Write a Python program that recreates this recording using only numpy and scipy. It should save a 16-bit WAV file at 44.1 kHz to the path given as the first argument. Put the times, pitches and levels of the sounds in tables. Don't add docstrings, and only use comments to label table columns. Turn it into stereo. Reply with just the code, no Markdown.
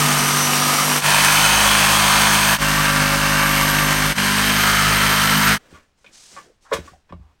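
import sys
import numpy as np
from scipy import signal
from scipy.fft import rfft, irfft
from scipy.io import wavfile
from scipy.ndimage import uniform_filter1d

SR = 44100
rng = np.random.default_rng(int(sys.argv[2]) if len(sys.argv) > 2 else 0)


def master_out(mix):
    frames = np.transpose(np.atleast_2d(mix))
    ceiling = np.clip(frames, -1, 1)
    pcm = np.round(ceiling * 32767).astype(np.int16)
    wavfile.write(sys.argv[1], SR, pcm)


N = 326340
T = np.arange(N) / SR

# multiple of its spin rate, then peak_db in each of the four stretches
MOTOR_TONES = [(4, -46, -34, -38, -39), (8, -56, -43, -43, -45), (16, -43, -30.5, -36.5, -38),
               (24, -38, -42, -47, -43), (30, -33.5, -38, -35, -35)]


def undb(db):
    return 10 ** (np.asarray(db) / 20)


def unit(x):
    return x / np.sqrt(np.mean(x ** 2) + 1e-20)


def colour(x, points):
    hz, db = np.transpose(points)
    bins_hz = np.maximum(np.arange(len(x) // 2 + 1) * SR / len(x), 1)
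    return irfft(rfft(x) * undb(np.interp(np.log(bins_hz), np.log(hz), db)), len(x))


def band(x, hz, kind, order=2):
    return signal.sosfilt(signal.butter(order, np.clip(hz, 10, .45 * SR), kind, fs=SR, output="sos"), x)


def drift(rate_hz):
    hold = int(SR / rate_hz)
    steps = np.repeat(rng.standard_normal(N // hold + 1), hold)
    return 1.3 * uniform_filter1d(steps, hold)[:N]


def bump(middle_s, half_width_s):
    return np.exp(-((T - middle_s) / half_width_s) ** 2)


def dense_ring(ring_s):
    t = T[:SR // 2]
    ring = rng.standard_normal(len(t)) * undb(-60 * t / ring_s)
    return ring / np.linalg.norm(ring)


def clear_ring(tones):
    t = T[:SR]
    ring = sum(undb(db - 60 * t / ring_s) * np.sin(2 * np.pi * (hz * t + rng.random()))
               for hz, db, ring_s in tones)
    return ring / np.linalg.norm(ring)


def through(x, ring):
    return signal.oaconvolve(x, ring)[:len(x)]


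def strokes(turns, share, jitter_s, scatter_db):
    times = np.interp(np.arange(int(turns[-1]) - 1) + share, turns, T)
    late, size = rng.standard_normal((len(times), 2)).T
    blows = np.zeros(N)
    blows[np.clip((times + jitter_s * late) * SR, 0, N - 1).astype(int)] = undb(scatter_db * size)
    return blows


def shoe_slaps(turns):
    # share_of_stroke, level_db
    slaps = [(.15, -5), (.62, -1.5)]
    blows = sum(undb(db) * strokes(turns, share, jitter_s=.0002, scatter_db=3) for share, db in slaps)
    return unit(band(blows, [180, 520], "band"))


def rattle(turns, ring_s=0.045):
    # share_of_stroke, level_db
    impacts = [(.05, -3.5), (0.239, -10), (.43, -6), (.58, -11.5), (.8, -4.5)]
    out = 0
    for share, db in impacts:
        blows = undb(db) * strokes(turns, share, jitter_s=.00004, scatter_db=2)
        blend = drift(3.5) + T
        for weight in (np.cos(blend), np.sin(blend)):
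            out = out + through(blows * weight, dense_ring(ring_s))
    return unit(out)


def rasp(turns, grain_db=2.5, return_stroke=0.76, snaps_per_s=4500, ring_s=0.0082):
    drag, chatter_db = .5, 1.5
    blade = np.sin(2 * np.pi * turns)
    bite = (drag + np.maximum(blade, -return_stroke * blade)) * undb(chatter_db * drift(45))
    snaps = (rng.random(N) < snaps_per_s / SR) * undb(grain_db * np.minimum(rng.exponential(size=N), 4))
    decay = np.exp(-2 * np.log(1000) / (ring_s * SR))
    power = signal.lfilter([1], [1, -decay], (snaps * bite) ** 2)
    return unit(np.sqrt(power) * rng.standard_normal(N))


def whine(turns, gear_ratio=31 / 4, flutter_db=2.2):
    # middle_s, half_width_s, multiple_16_change_db, multiple_30_change_db
    flares = [(.23, .1, 11, 0), (.44, .12, 15.5, 1), (.88, .12, 0, 4), (1.07, .07, -5, 0),
              (1.26, .05, 6.5, 3), (1.36, .05, 0, 11), (1.53, .1, 6, 2), (2.12, .08, 2.5, 0),
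              (2.5, .07, 0, 11), (3.65, .33, 0, 6.5), (4.62, .15, 7, 6), (5.33, .25, 1, 6.5)]
    spins = gear_ratio * turns + .003 * drift(70)
    flare_db = np.zeros((len(MOTOR_TONES), N))
    flare_db[[2, 4]] = sum(np.outer(db, bump(at, half_width)) for at, half_width, *db in flares)
    tones = [np.sin(2 * np.pi * multiple * spins) * undb(flutter_db * drift(110))
             for multiple, *_ in MOTOR_TONES]
    return np.array(tones) * undb(flare_db)


def vent_hiss(fan, teeth, clatter):
    # pitch_hz, level_db
    hiss_curve = [(3000, -7), (4400, .5), (6100, 2.5), (7200, -2), (8600, 3.5), (9300, 1.5), (10500, -6),
                  (11500, -2.5), (13000, -8), (15500, -8)]
    return unit(band(colour(fan + 0.79 * teeth + 0.13 * clatter, hiss_curve), 4400, "high"))


def singing(drive, spans, swell_share=0.18, waver_db=1.5):
    out = 0
    for start, end, hz, width, db in spans:
        age = (T - start) / (end - start)
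        fade = np.clip(np.minimum(age, 1 - age) / swell_share, 0, 1)
        ring = band(drive, [hz - width / 2, hz + width / 2], "band")
        out = out + undb(db + waver_db * drift(15)) * fade * ring / np.std(ring[fade > 0])
    return out


def blade_song(turns):
    # start_s, end_s, pitch_hz, width_hz, level_db
    rings = [(-.15, 1, 1230, 110, -28.5), (.3, 1.05, 5770, 240, -32.5), (.95, 1.7, 2535, 55, -27.5),
             (1.0, 1.8, 3050, 70, -29.5), (1.3, 2.7, 3305, 20, -33), (1.4, 2.7, 565, 110, -39),
             (1.33, 1.55, 1430, 120, -25.5), (1.55, 2.05, 1085, 100, -27.5), (1.88, 2.25, 1200, 170, -26.5),
             (2.17, 2.32, 980, 160, -25), (2.2, 2.55, 2510, 160, -30), (2.2, 2.65, 1620, 200, -28),
             (2.45, 4.3, 1165, 55, -28.5), (3.33, 3.49, 1570, 200, -24.5), (3.35, 3.65, 2230, 170, -31),
             (3.58, 3.8, 1570, 90, -24.5), (4.5, 5.3, 1270, 80, -25.5), (4.45, 5.7, 1340, 25, -28),
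             (4.3, 5.4, 3120, 90, -33), (5.38, 5.62, 1380, 420, -23)]
    jerks = unit(strokes(turns, share=.45, jitter_s=.00006, scatter_db=2.5))
    return singing(.8 * jerks + rasp(turns), rings)


def board_shake(turns, tones, deep_db, upper_db, third_db, smear, waver_db=1.4):
    waves = [undb(db + waver_db * drift(40)) * np.sin(2 * np.pi * (multiple * turns - smear * multiple ** 2))
             for multiple, db in tones]
    upper = (waves[2] * undb(third_db) + sum(waves[3:])) / np.std(sum(waves[2:]))
    return unit(sum(waves[:2])) * undb(deep_db) + upper * undb(upper_db)


def effort(stretch, middle_s, speed_lost):
    # cut_db, hiss_db, deep_shake_db, upper_shake_db, slope_db_per_s
    levels = [(-17.5, -20.5, -40, -27, -1), (-15, -20, -31.5, -27, -1.96), (-17.5, -25.5, -28.5, -23, 0),
              (-17, -25, -31, -24.5, 0)]
    # middle_s, half_width_s,
    # then changes to cut_db, deep_shake_db, upper_shake_db, third_tone_db
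    catches = [(.06, 0.077, 0.5, -2, 1.5, 0), (.12, 0.28, 0, 6, 2, 3), (1.22, 0.39, 0, -1.5, -5, 6.5),
               (1.619, 0.088, 0, 4, 2, -17), (3.42, 0.066, 0.5, -0.5, 0, -1.5),
               (4.36, 0.21, -0.5, 1.5, 2.5, -7), (4.85, 0.22, 0, 3, -3, 4),
               (5.38, 0.055, -1.5, -4, 4, -1.5), (5.49, 0.026, 1, 4, 3, 0)]
    cut_db, hiss_db, deep_db, upper_db, slope = levels[stretch]
    swings = sum(np.outer(db, bump(at, half_width)) for at, half_width, *db in catches)
    cut_swing, deep_swing, upper_swing, third_db = swings
    cut_sag_db, deep_sag_db = 0.8 * speed_lost, 2.5 * speed_lost
    work_db = slope * (T - middle_s) - cut_sag_db
    shake_db = (deep_db - deep_sag_db + deep_swing, upper_db + upper_swing, third_db)
    return cut_db + work_db + cut_swing, hiss_db + work_db, shake_db


def widen(x, width_db=0, walls_ring_s=0.2):
    # pitch_hz, level_db
    width_curve = [(40, -36.5), (90, -16.5), (180, -20.5), (350, -11.5), (700, -3.5), (1400, -9),
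                   (2800, -3), (6000, -2.5), (14000, -0.5)]
    side = undb(width_db) * colour(through(x, dense_ring(walls_ring_s)), width_curve)
    return x + side * np.array([[1], [-1]])


def lean_left(ears, pan_db):
    # pitch_hz, multiple of pan_db
    beam = [(60, 0), (300, .7), (2400, .6), (4400, 3.3), (8000, 1), (15000, 0)]
    return np.array([colour(x, [(hz, side * multiple * pan_db / 2) for hz, multiple in beam])
                     for x, side in zip(ears, (1, -1))])


def jigsaw(fade_in_s=0.049, fade_out_s=0.041):
    # time_s, strokes_per_s
    speeds = [(0, 49.7), (.15, 48.8), (.35, 48.65), (.72, 49.1), (.9, 49.95), (1.03, 48.6), (1.3, 50.67),
              (1.5, 51.4), (1.75, 51.66), (2.57, 51.46), (2.58, 50.9), (3.1, 50.75), (3.6, 50.69),
              (4.14, 50.82), (4.15, 49.35), (4.45, 51.15), (4.8, 51.62), (5.3, 51.46), (5.5, 51.68)]
    # start_s, end_s, rattle_db, rasp_db, fan_db, shoe_db, smear_cycles, pan_db
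    stretches = [(-.05, 1.021, -1.5, -6, -1.5, -37, 0.081, 3),
                 (1.006, 2.583, -3.5, -8, -5.5, -41.5, 0.099, 1.7),
                 (2.575, 4.149, 2, -1.5, -4, -40, 0.0246, 0.5),
                 (4.141, 5.583, -2.5, -5, -5.5, -48, 0.1, 0.9)]
    # pitch_hz, level_db
    body_curves = [
        [(300, -10), (520, -10), (610, -13.5), (720, -5), (870, -7), (1020, -3.5), (1300, -4), (1590, -7),
         (2690, -8), (3060, -7), (3550, -8.5), (5500, -5)],
        [(300, -11.5), (480, -12.5), (570, -8), (840, -3), (970, 2), (1300, -1.5), (1610, -1), (1820, -1),
         (2010, -5), (2550, -1.5), (2800, -5), (3060, -2), (3550, -4), (4340, 0), (5500, -6)],
        [(300, -16), (440, -21), (530, -10.5), (670, -13.5), (1020, -4.5), (1270, -4.5), (1590, -4.5),
         (1800, -4.5), (2050, -8.5), (2240, -4.5), (2500, -11), (2770, -6), (3000, -8), (3360, -9),
         (5500, -3.5)],
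        [(300, -21.5), (370, -14.5), (520, -13.5), (850, -11), (930, -5.5), (1480, -4.5), (1620, -3.5),
         (1850, -4.5), (2740, -9), (3120, -5), (3480, -10), (3960, -5.5), (5500, -4)],
    ]
    # multiple of the stroke rate, level_db
    shake_tones = [
        [(1, -28), (2, -30), (3, -4.5), (4, -18), (5, -5)],
        [(1, -3.5), (2, -5), (3, 5), (4, 5), (5, -7.5)],
        [(1, -7), (2, -14.5), (3, 4.5), (4, -2), (5, 1.5), (6, -11.5), (7, -30), (8, -20), (11, -4)],
        [(1, -14), (2, -14), (3, 4.5), (4, 4.5), (5, 0.5), (7, -12.5), (8, -18)],
    ]
    speed = np.interp(T, *np.transpose(speeds))
    turns = np.cumsum(speed) / SR
    slaps, clatter, teeth = shoe_slaps(turns), rattle(turns), rasp(turns)
    fan, motor = rng.standard_normal(N), whine(turns)
    hiss, song = vent_hiss(fan, teeth, clatter), blade_song(turns)
    motor_db = np.transpose(MOTOR_TONES)[1:]
    out = 0
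    for i, (start, end, rattle_db, rasp_db, fan_db, shoe_db, smear, pan_db) in enumerate(stretches):
        cut_db, hiss_db, shake_db = effort(i, (start + end) / 2, speed.max() - speed)
        body = undb(rattle_db) * clatter + undb(rasp_db) * teeth + undb(fan_db) * fan
        body = band(colour(body, body_curves[i]), 160, "high")
        body = unit(band(body, 3320, "low", order=3))
        saw = body * undb(cut_db) + hiss * undb(hiss_db) + slaps * undb(shoe_db) + song
        saw = saw - board_shake(turns, shake_tones[i], *shake_db, smear) + undb(motor_db[i]) @ motor
        fade = np.clip((T - start) / fade_in_s, 0, 1) * np.clip((end - T) / fade_out_s, 0, 1)
        out = out + lean_left(widen(saw), pan_db) * fade
    return out


def room_hush(level_db=-65):
    # pitch_hz, level_db
    hush_curve = [(30, -2.5), (400, -20.5), (1500, -24.5), (5000, -31), (14000, -49)]
    return unit(colour(rng.standard_normal(N), hush_curve)) * undb(level_db)


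def push(start, end, rise_s=0.029, fall_db_per_s=159):
    return np.clip((T - start) / rise_s, 0, 1) * undb(-fall_db_per_s * np.maximum(T - end, 0))


def sliding(grain_db=1.0):
    # start_s, end_s, hiss_db, scuff_db
    pushes = [(5.54, 5.68, -66, -56), (5.682, 5.763, -58.5, -52.5), (5.96, 6.097, -68, -70),
              (6.04, 6.097, -68, -57), (6.113, 6.372, -48, -76), (6.307, 6.415, -66, -52),
              (6.604, 6.66, -60.5, -66), (6.697, 6.783, -51, -44), (6.829, 6.866, -53, -49.5),
              (7.05, 7.33, -81, -69.5)]
    # pitch_hz, level_db
    hiss_curve = [(1500, -7), (3300, -3), (5800, 2), (8500, -2), (12000, -19), (15500, -28)]
    scuff_curve = [(60, -15.5), (220, -8.5), (330, -11.5), (520, -11), (900, -18.5), (1500, -15.5),
                   (3500, -23), (6000, -39.5)]
    power = sum(np.outer(undb(db), push(start, end)) ** 2 for start, end, *db in pushes)
    hiss_gain, scuff_gain = np.sqrt(power)
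    hiss = unit(colour(rng.standard_normal(N), hiss_curve)) * hiss_gain
    scuff = unit(colour(rng.standard_normal(N), scuff_curve)) * scuff_gain
    return (hiss + scuff) * undb(grain_db * drift(180))


def thuds(floor_db=25):
    # start_s, strength_db, highest_hz
    blows = [(5.725, -40, 696), (6.738, -30.5, 700), (6.786, -29, 500), (6.919, -41, 200),
             (7.105, -38.5, 300), (7.128, -30.5, 350), (7.15, -34.5, 170), (7.194, -28.5, 89.6),
             (7.234, -41, 80.6)]
    # pitch_hz, level_db, ring_s
    floor_tones = [(55, -6, 0.26), (78.5, 0, 0.26), (120.5, -6, 0.1), (172, 3, 0.11), (290, -1, 0.06),
                   (375, -2, .06)]
    force = sum(undb(db + floor_db) * band(signal.unit_impulse(N, int(start * SR)), top_hz, "low")
                for start, db, top_hz in blows)
    return through(force, clear_ring(floor_tones))


def contact(start, low_hz, high_hz, length_s, tap=.35, rise_share=.3):
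    age = np.maximum(T - start, 0) / length_s
    force = rng.standard_normal(N) * (1 - np.exp(-age / rise_share)) * np.exp(-age)
    force = force / np.linalg.norm(force)
    force[int(start * SR)] += tap
    force = band(force + 1e-18, [low_hz, high_hz], "band")
    return force / np.linalg.norm(force)


def knocks(tones_db=13, body_db=16, crack_db=15):
    # start_s, strength_db, lowest_hz, highest_hz, length_s
    hits = [(5.738, -38, 1100, 2390, 0.028), (6.044, -43, 600, 3500, 0.0027),
            (6.063, -39, 2300, 3340, 0.0033), (6.365, -30, 850, 1910, 0.013),
            (6.714, -25, 1010, 1610, 0.007), (6.717, -20, 422, 590, 0.0057),
            (6.723, -18, 900, 2210, 0.0054), (6.729, -16.5, 900, 3600, 0.0076),
            (6.728, -21, 400, 610, 0.0045), (6.735, -20.5, 1200, 9100, 0.0075),
            (6.752, -28, 250, 1600, 0.0097), (6.766, -27.5, 300, 3000, 0.0074),
            (6.876, -40, 1000, 1810, 0.0054), (6.932, -46.5, 620, 850, .003),
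            (7.093, -45, 686, 2600, 0.0085), (7.124, -34.5, 510, 1590, 0.0017)]
    # pitch_hz, level_db, ring_s
    frame_tones = [(302, -5, .09), (356, -5, .08), (455, 6, 0.07), (520, 3, .04), (555, 1, 0.045),
                   (978, -5, .06), (1098, 3, 0.06), (1184, 1, 0.08), (1424, 0, 0.06), (1734, -1, 0.08),
                   (2290, -4, 0.06), (2870, -7, .06), (3320, -5, 0.06)]
    force = sum(undb(db) * contact(start, *shape) for start, db, *shape in hits)
    body = band(through(force, dense_ring(ring_s=0.11)), 400, "high")
    tones = through(force, clear_ring(frame_tones))
    return undb(tones_db) * tones + undb(body_db) * body + undb(crack_db) * force


def creaks():
    # start_s, end_s, pitch_hz, width_hz, level_db
    spans = [(6.45, 6.533, 450, 200, -58), (6.645, 6.73, 1160, 900, -53), (6.922, 6.975, 704, 170, -56),
             (7.178, 7.348, 950, 380, -65)]
    return singing(rng.standard_normal(N), spans)


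def scene(room_db=-15, room_ring_s=0.21, frame_pan_db=2.3):
    wood = knocks() + thuds() + creaks()
    wood = wood + undb(room_db) * through(wood, dense_ring(room_ring_s))
    hush = room_hush()
    ear_gains = undb(np.array([[frame_pan_db], [-frame_pan_db]]) / 2)
    return jigsaw() + widen(wood + sliding() + hush, width_db=1) * ear_gains


def record(dry, top_hz=16000):
    return signal.sosfilt(signal.ellip(10, .2, 75, top_hz, fs=SR, output="sos"), np.clip(dry, -1, 1))


dry = scene()
out = record(dry)
master_out(out)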